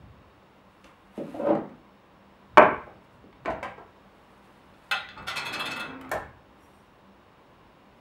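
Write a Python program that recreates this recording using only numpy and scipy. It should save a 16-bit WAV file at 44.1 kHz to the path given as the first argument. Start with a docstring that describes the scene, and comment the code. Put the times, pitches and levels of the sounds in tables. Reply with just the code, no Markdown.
"""A full glass jar is set on a stone counter and its metal lid twisted off; the lid is put down, rocks on its
rim and falls flat. Random bursts of force excite damped modes of the struck body.
A cupboard is knocked and slid, two faint dull bumps follow, and dry leaves tick into a glass jug: in slide and
leaves many tiny impacts shake wood or glass. Cloth and skin rustle.
A quiet hard-walled kitchen adds echoes, air noise, appliance hum, a whine and bass."""
import sys
import numpy as np
from scipy import signal
from scipy.fft import rfft, irfft, next_fast_len
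from scipy.io import wavfile
from scipy.ndimage import uniform_filter1d

SR = 44100
rng = np.random.default_rng(int(sys.argv[2]) if len(sys.argv) > 2 else 0)


def master_out(mix):
    """Clip the mix to full scale and print it as 16-bit PCM to the path in sys.argv[1]."""
    frames = np.transpose(np.atleast_2d(mix))
    ceiling = np.clip(frames, -1, 1)
    pcm = np.round(ceiling * 32767).astype(np.int16)
    wavfile.write(sys.argv[1], SR, pcm)


def to_linear_factor(level_db):
    """Convert decibel levels (scalar or array-like) to linear amplitude factors."""
    exponent = np.asarray(level_db, float) / 20
    return 10 ** exponent


N = 353108
T = np.arange(N) / SR

# Modes of the full glass jar; damping scales the widths: mode_hz, width_hz, level_db
JAR_MODES = [(333, 30, -16.5), (480, 62, -13.5), (610, 16, 9.5), (697, 26, 7.5), (840, 16, -8.5),
             (886, 18, 0), (1040, 32, -2.5), (1134, 18, 8.5), (1147, 1, -8), (1287, 16, 4.5),
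             (1234, 81, -1.5), (1530, 14, 0), (1360, 16, 0), (1540, 16, -14.5), (1602, 19, -2.5),
             (1870, 5.1, -15.5), (1911, 16, -8), (2035, 20, -7), (2274, 25, -8), (2519, 20, -10),
             (2762, 120, -32), (7130, 40, -55), (7800, 40, -44)]
# Modes of the metal lid; damping scales the widths: mode_hz, width_hz, level_db
LID_MODES = [(874, 69, -8.5), (1183, 18, -0.5), (1400, 15, 3.5), (1445, 54, 1), (1620, 52, -22),
             (1996, 12, -1), (2200, 8.2, -16), (2618, 33, 5), (2600, 6, -30), (2940, 30, -33),
             (3250, 6.8, -2), (3320, 23, 2.5), (3548, 51, 0.5), (3795, 4.9, -1), (4080, 15, 0.5),
             (4300, 270, -8.5), (4890, 17, -11), (5220, 69, -11.5), (6013, 6, -25), (6153, 6, -17),
             (6480, 19, -13.5), (6770, 40, -15), (7700, 58, -25), (7905, 11, -14), (8370, 130, -23),
             (9690, 56, -48), (10400, 110, -22.5), (11900, 48, -46), (11800, 62, -44), (13300, 51, -84)]
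# Modes of the wooden cupboard; damping scales the widths: mode_hz, width_hz, level_db
WOOD_MODES = [(295, 94, 12), (558, 60, 11), (1560, 25, -21), (2000, 22, -17), (2130, 24, -19),
              (2680, 93, -30), (2770, 230, -21)]


def unit(x):
    """Normalisation: scale to an rms of 1."""
    return x / np.sqrt(np.mean(x ** 2) + 1e-30)


def colour(x, points):
    """Linear filtering: shape the spectrum through (frequency_hz, level_db) points."""
    hz, db = np.transpose(points)
    size = next_fast_len(len(x))
    log_hz = np.log(np.arange(size // 2 + 1) * SR / size + 1)
    gain = to_linear_factor(np.interp(log_hz, np.log(hz), db))
    return irfft(rfft(x, size) * gain, size)[:len(x)]


def band(x, lo_hz, hi_hz, order=2):
    """Band limitation: pass only the range between two corner frequencies."""
    corners = [lo_hz, min(hi_hz, .45 * SR)]
    return signal.sosfilt(signal.butter(order, corners, "bandpass", fs=SR, output="sos"), x)


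def curve(rows):
    """Amplitude envelope: gain through (time_s, level_db) rows, silent outside them."""
    s, db = np.transpose(rows)
    inside = np.clip(np.minimum(T - s[0], s[-1] - T) / 0.0029, 0, 1)
    return to_linear_factor(np.interp(T, s, db)) * inside


def swells(rows):
    """Power sum of exponential swells (peak_s, level_db, rise_s, fall_s); rise and fall span 20 dB."""
    s, db, rise, fall = np.transpose(rows)[:, :, None]
    slope = np.maximum((s - T) / rise, (T - s) / fall)
    return np.sqrt(np.sum(to_linear_factor(db - 20 * slope) ** 2, axis=0))


def walk(rate_hz):
    """Slow random modulation: levels held for 1 / rate_hz, then smoothed twice."""
    k = int(SR / rate_hz)
    held = np.repeat(rng.standard_normal(N // k + 1), k)
    return uniform_filter1d(uniform_filter1d(held, k), k)[:N]


def grit(size, rate_hz, spread_db):
    """Shot noise: random tiny impacts of either sign, many weak and a few strong."""
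    occurs, sign, strength = rng.random((3, size))
    return (occurs < rate_hz / SR) * np.sign(sign - .5) * to_linear_factor(-spread_db * np.log(1 - .98 * strength))


def modes(table, scatter_db, damping=0.6):
    """Modal synthesis: decaying sines scattered by the place of the blow; damping scales their widths."""
    hz, width, db = np.transpose(table)[:, :, None]
    level_chance, sign_chance = rng.standard_normal((2, len(table), 1))
    t = T[:16000]
    gain = to_linear_factor(db + scatter_db * level_chance) * width * np.sign(sign_chance)
    decay = np.exp(-np.pi * width * damping * t)
    return (gain * decay * np.sin(2 * np.pi * hz * t)).sum(axis=0)


def blows(rows, body, swell, first, crack_hz, damping):
    """Impact excitation: a chattering contact force gives a dull thud, a bright crack and the body's ring."""
    out = np.zeros(N + 24000)
    for s, db, crack_db, thud_hz, ring_db, contact_s in rows:
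        u = T[:5000] / contact_s
        force = u ** swell * np.exp(-2.5 * u) * grit(5000, 16000, 5.4)
        force[0] = first * np.sqrt(np.sum(force ** 2))  # the first click
        thud = band(force, thud_hz / 2.28, 4600)
        thud = signal.sosfilt(signal.butter(4, thud_hz * 1.484, fs=SR, output="sos"), thud)
        crack = band(force, *crack_hz)
        ring = signal.fftconvolve(force, modes(body, 0.61, damping))
        for part, part_db in ((thud, 0), (crack, crack_db), (ring, ring_db)):
            peak = np.sqrt(2 * uniform_filter1d(part ** 2, size=200).max())
            out[int(s * SR):][:len(part)] += to_linear_factor(db + part_db) * part / peak
    return out[:N]


def with_ring(rows, ring_db):
    """Modal coupling: give every burst the same ring level relative to its thud."""
    return [(s, db, crack_db, hz, ring_db, contact_s) for s, db, crack_db, hz, contact_s in rows]


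def rubbing(level, points, body, rate_hz, spread_db, ring_db):
    """Friction as shot noise: dense slips, partly heard directly and partly through the body they shake."""
    slips = colour(grit(N, rate_hz, spread_db), points)
    ring = signal.fftconvolve(slips * level, modes(body, 0.))[:N]
    return unit(slips) * level + to_linear_factor(ring_db) * unit(ring) * np.sqrt(np.mean(level ** 2))


def jar_on_stone():
    """Impact: the full jar is set on the stone, its glass modes heavily damped."""
    # The jar's blow, with a brief crack at 2.577 s where the peak overloads, and weaker sounds after it;
    # crack level relative to thud: start_s, thud_db, crack_db, thud_hz, contact_s
    jar_bursts = [(2.573, -0.5, -53.5, 1100, 0.0054), (2.577, -2, -48, 960, 0.0015),
                  (2.624, -14, -49, 1350, .004), (2.87, -38.5, -44, 510, .006)]
    return blows(with_ring(jar_bursts, -4.5), JAR_MODES, 0.37, 0.83, (2800, 9000), damping=2.7)


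def lid_twisted_off():
    """Stick and release: thread pops ring the jar, whose modes the hand damps strongly."""
    # Thread pops, crack level relative to thud: start_s, thud_db, crack_db, thud_hz, contact_s
    thread_pops = [(3.328, -50, -23, 2400, 0.0057), (3.451, -28, -41, 810, 0.0033),
                   (3.458, -17.5, -32.5, 1020, 0.0063), (3.48, -21, -44, 850, 0.0036),
                   (3.504, -27, -22.5, 1260, 0.025), (3.628, -26, -34, 527, 0.0081),
                   (3.63, -27.5, -14.5, 1600, 0.021), (3.78, -37.5, -33, 480, 0.015)]
    return blows(with_ring(thread_pops, -3), JAR_MODES, 0.32, 0.77, (2200, 9000), damping=6.5)


def lid_taps():
    """Free vibration: the rim taps the stone and the lid is free to ring."""
    # Rim contacts, crack level relative to thud: start_s, thud_db, crack_db, thud_hz, contact_s
    rim_taps = [(4.736, -55, -27, 442, .01), (4.912, -18.5, -14, 1760, 0.016),
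                (5.088, -36, -31, 2585, .005), (5.175, -37.5, -43, 1460, 0.013),
                (5.227, -53, -7, 1450, 0.0027)]
    return blows(with_ring(rim_taps, -3), LID_MODES, 0.28, 0.23, (3000, 15000), damping=0.94)


def lid_rocks():
    """Rocking on the rim: the taps crowd together and each contact is briefer than the one before."""
    # Taps of the rocking rim: start_s, thud_db
    rock_taps = [(5.264, -29), (5.352, -29), (5.446, -31.5), (5.522, -30), (5.588, -29), (5.648, -30),
                 (5.703, -32), (5.757, -35.5), (5.792, -32.5)]
    first_contact_s, shortening = 0.024, 0.91
    crack_db, thud_hz, ring_db = -8.5, 1980, 3.2  # crack and ring relative to thud
    rows = [(s, db, crack_db, thud_hz, ring_db, first_contact_s * shortening ** k)
            for k, (s, db) in enumerate(rock_taps)]
    return blows(rows, LID_MODES, 2.22, 0, (3000, 12000), damping=1.0)


def lid_falls_flat():
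    """Contact damping: the whole rim meets the stone, which stifles the ring."""
    # Contacts, crack level relative to thud: start_s, thud_db, crack_db, thud_hz, contact_s
    flat_contacts = [(6.012, -42, -5, 1500, 0.0063), (6.048, -39, -27, 1220, 0.0066),
                     (6.093, -53.5, 3, 2000, 0.005), (6.115, -18.5, -11, 1065, 0.011),
                     (6.135, -26.5, -15, 790, 0.0114)]
    return blows(with_ring(flat_contacts, -32), LID_MODES, 0.39, 0.3, (2500, 15000), damping=3.2)


def lid_rolls():
    """Rolling friction: the rim grinds round on the stone and shakes the lid."""
    # Level of the grinding: time_s, level_db
    roll_level = [(5.16, -44.5), (5.29, -53.5), (5.45, -42), (5.69, -41), (6.12, -53)]
    # Spectrum of the grinding: frequency_hz, level_db
    roll_colour = [(24, -48), (40, -1), (262, 8), (993, 5.5), (1400, 9), (1710, 0.5), (2620, -3),
                   (3080, -31), (3410, -22), (5000, -22), (6500, -50.5), (11000, -120)]
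    return rubbing(curve(roll_level), roll_colour, LID_MODES, 6000, 0.9, -14.0)


def lid_buzz():
    """Fusion of fast taps into pitch: a wavering low tone, cut off when the lid falls flat."""
    # Last fast rocking, before its random flutter: peak_s, level_db, rise_s, fall_s
    buzz_swells = [(5.675, -48.5, 0.088, 0.3), (5.9, -44.5, 0.1, 1.8)]
    pitch_hz, waver_hz, end_s = 268, 4.5, 6.112
    phase = 2 * np.pi * np.cumsum(pitch_hz + waver_hz * walk(25)) / SR
    cut = np.clip((end_s - T) / .006, 0, 1)
    level = swells(buzz_swells) * cut * to_linear_factor(1.9 * walk(53))
    return np.sqrt(2) * level * (np.sin(phase) + 0.12 * np.sin(2 * phase))


def knocks_and_bumps():
    """Impact excitation of broad, quickly decaying modes: cupboard knocks, then two faint dull bumps."""
    # Cupboard knocks, and two faint dull bumps at 3.239 and 5.166 s; crack and ring relative to thud:
    # start_s, thud_db, crack_db, thud_hz, ring_db
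    knock_rows = [(0.843, -41, -8, 2000, -7), (1.177, -25, -39, 310, -3), (1.342, -31.5, -30, 454, -1),
                  (1.394, -30.5, -32, 600, 4), (1.467, -21.5, -37, 394, -12), (1.5, -19, -41, 400, -23),
                  (1.518, -29.5, -43, 600, -8), (1.552, -26, -25, 910, -4.5), (1.625, -42, -30, 453, -7),
                  (1.692, -47, -19, 1200, -20), (3.239, -41.5, -32, 350, -31), (5.166, -48, -23, 252, -31)]
    contact_s = 0.007
    rows = [row + (contact_s,) for row in knock_rows]
    return blows(rows, WOOD_MODES, 0.036, 0.49, (2200, 7000), damping=0.58)


def cupboard_slide():
    """Sliding friction: uneven slips shake the wood."""
    # Level of the slide: time_s, level_db
    slide_level = [(1.392, -38), (1.5, -24), (1.575, -41), (1.65, -66)]
    # Spectrum of the slips: frequency_hz, level_db
    slide_colour = [(35, -73), (60, -34), (125, -17.5), (315, 4), (472, 1), (540, 3.5), (2250, -27),
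                    (2720, -28.5), (6000, -54), (7800, -81), (13200, -120)]
    return rubbing(curve(slide_level), slide_colour, WOOD_MODES, 1500, 5.6, -7.0)


def leaves_in_jug():
    """Shot excitation: dry leaves tick against the glass and ring the jug's high modes."""
    # Swells of the pour: peak_s, level_db, rise_s, fall_s
    pour_swells = [(6.63, -70, .08, 0.32), (6.755, -77, .06, 0.26)]
    # Modes of the jug, widths scaled by damping: mode_hz, width_hz, level_db
    jug_modes = [(4393, 30, -2), (5660, 28, 8), (7170, 30, -4), (8608, 28, 2), (9550, 47, -10),
                 (10207, 38, -14), (12600, 120, -17)]
    tick_colour = [(2000, -22), (6000, -11), (11000, -2.0), (13000, -5), (15000, -12)]  # frequency_hz, level_db
    return rubbing(swells(pour_swells), tick_colour, jug_modes, 1500, 3.0, -1.8)


def rustle():
    """Friction of cloth and skin: shot noise of fine grains under an uneven level."""
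    # Moves of sleeves and hands, before the random flutter: peak_s, level_db, rise_s, fall_s
    rustle_swells = [(0.86, -64, .3, 0.16), (1.0, -69.5, 0.58, 0.56), (1.17, -56, .1, 0.3),
                     (1.37, -54.5, 0.25, .15), (1.5, -59, 0.3, 0.1), (3.046, -62.5, .04, .02),
                     (3.164, -68, 0.16, 0.042), (3.45, -69, .03, .015), (4.36, -63, .42, 0.82),
                     (4.895, -59.5, 0.42, 0.02), (7.984, -73, .13, .02)]
    # Spectrum of the grains: frequency_hz, level_db
    rustle_colour = [(300, -9.5), (1000, 10), (3000, 0), (6000, -11), (9000, -8), (13000, -12),
                     (16000, -22)]
    grains = unit(colour(grit(N, 6000, 2.9), rustle_colour))
    return grains * to_linear_factor(2.9 * walk(35)) * swells(rustle_swells)


def room(x):
    """Reverberation: direct sound, decaying diffuse tails that trade places, and lowest standing waves."""
    # Diffuse tail: frequency_hz, t60_s, level_db
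    tail_bands = [(60, 0.65, -2.5), (200, 0.51, 3), (600, 0.33, 2.5), (1500, 0.44, 1.5), (3000, 0.41, -1.5),
                  (5020, 0.24, -6), (8030, 0.29, -7.5), (13680, 0.21, -17.5)]
    # Lowest standing waves, widths scaled by damping: mode_hz, width_hz, level_db
    standing_modes = [(58, 3.3, -11.5), (158.7, 5, 17)]
    direct_db, standing_db, onset_s = -4, -23.5, 0.001
    # steady rates at which four random echo tails trade places, evening out their colour
    trade_hz = (2.3, 3.7)
    hz, t60, db = np.transpose(tail_bands)
    t = T[:30000]
    onset = np.clip(t / onset_s, 0, 1) ** 2
    tails = 0
    for centre in 45 * 2 ** np.arange(0, 8.6, .5):  # half-octave bands
        at = np.log(centre), np.log(hz)
        fade = np.exp(-np.log(1000) * t / np.interp(*at, t60)) * onset
        noise = band(rng.standard_normal((4, len(t))), centre / 2 ** .25, centre * 2 ** .25)
        noise = fade * noise
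        # energy in proportion to bandwidth
        scale = np.sqrt(.7 * centre / SR / np.sum(noise ** 2, axis=1, keepdims=True))
        tails = tails + to_linear_factor(np.interp(*at, db)) * noise * scale
    turn = 2 * np.pi * np.outer(trade_hz, T)
    feeds = x * np.vstack([np.cos(turn), np.sin(turn)]) / np.sqrt(2)
    wet = signal.fftconvolve(feeds, tails, axes=1).sum(axis=0)
    standing_response = to_linear_factor(standing_db) * unit(modes(standing_modes, 0.)) / np.sqrt(16000)
    standing = signal.fftconvolve(x, standing_response)
    return to_linear_factor(direct_db) * x + wet[:N] + standing[:N]


def still_air():
    """Filtered random noise: still air with a slowly drifting level."""
    # Spectrum of the air noise: frequency_hz, level_db
    air_colour = [(12, -38), (20, -7.5), (53, -0.5), (161, -3.5), (245, -2), (439, -5), (581, -3.5),
                  (686, -7), (834, -5), (2270, -16.5), (3640, -22.5), (4550, -29), (5230, -33),
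                  (10800, -41), (15500, -42)]
    level_db, drift_db = -56.5, .8
    return to_linear_factor(level_db + drift_db * walk(3.4)) * unit(colour(rng.standard_normal(N), air_colour))


def appliance():
    """Narrow-band noise: an appliance hums in separate bands."""
    # Bands of the hum: centre_hz, width_hz, level_db
    hum_bands = [(50, 24, -72.5), (195.3, 8.2, -66), (1050, 190, -67), (2810, 260, -78), (3743, 100, -84.5),
                 (4510, 80, -89), (5313, 78, -87.5)]
    return sum(to_linear_factor(db) * unit(band(rng.standard_normal(N), hz - width / 2, hz + width / 2))
               for hz, width, db in hum_bands)


def whine():
    """Pure tone: a steady, thin high sine."""
    pitch_hz, level_db = 15676.5, -86.5
    return np.sqrt(2) * to_linear_factor(level_db) * np.sin(2 * np.pi * pitch_hz * T)


def rumble():
    """Structure-borne sound: bass thumps through counter and floor as swelling low noise."""
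    # Thumps: peak_s, level_db
    thumps = [(0.0, -44.5), (1.431, -64), (2.601, -39.5), (3.18, -54), (3.49, -42.5), (4.97, -55.5),
              (5.2, -50), (5.9, -55), (6.15, -42), (7.84, -66)]
    rise_s, fall_s = 0.091, 0.28
    level = swells([row + (rise_s, fall_s) for row in thumps])
    return level * unit(band(rng.standard_normal(N), 45, 130))


def scene():
    """Superposition: the handled objects sound in the room; the buzz and background add directly."""
    lid = lid_twisted_off() + lid_taps() + lid_rocks() + lid_falls_flat() + lid_rolls()
    wooden = knocks_and_bumps() + cupboard_slide()
    handled = jar_on_stone() + lid + wooden + leaves_in_jug() + rustle()
    background = still_air() + appliance() + whine() + rumble()
    return (room(handled) + lid_buzz() + background)[None]


def roll_off(x):
    """The treble ends steeply here."""
    return signal.sosfilt(signal.butter(12, 15750, fs=SR, output="sos"), x)


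def record(dry):
    """Band limits: a bass cut and a steep treble cut; peaks clip at full scale."""
    bass_cut_hz, top_hz = 45, 15760
    heard = signal.sosfilt(signal.butter(3, bass_cut_hz, "highpass", fs=SR, output="sos"), dry)
    heard = signal.sosfilt(signal.ellip(8, .2, 60, top_hz, fs=SR, output="sos"), heard)
    return roll_off(np.clip(heard, -1, 1))


dry = scene()
out = record(dry)
master_out(out)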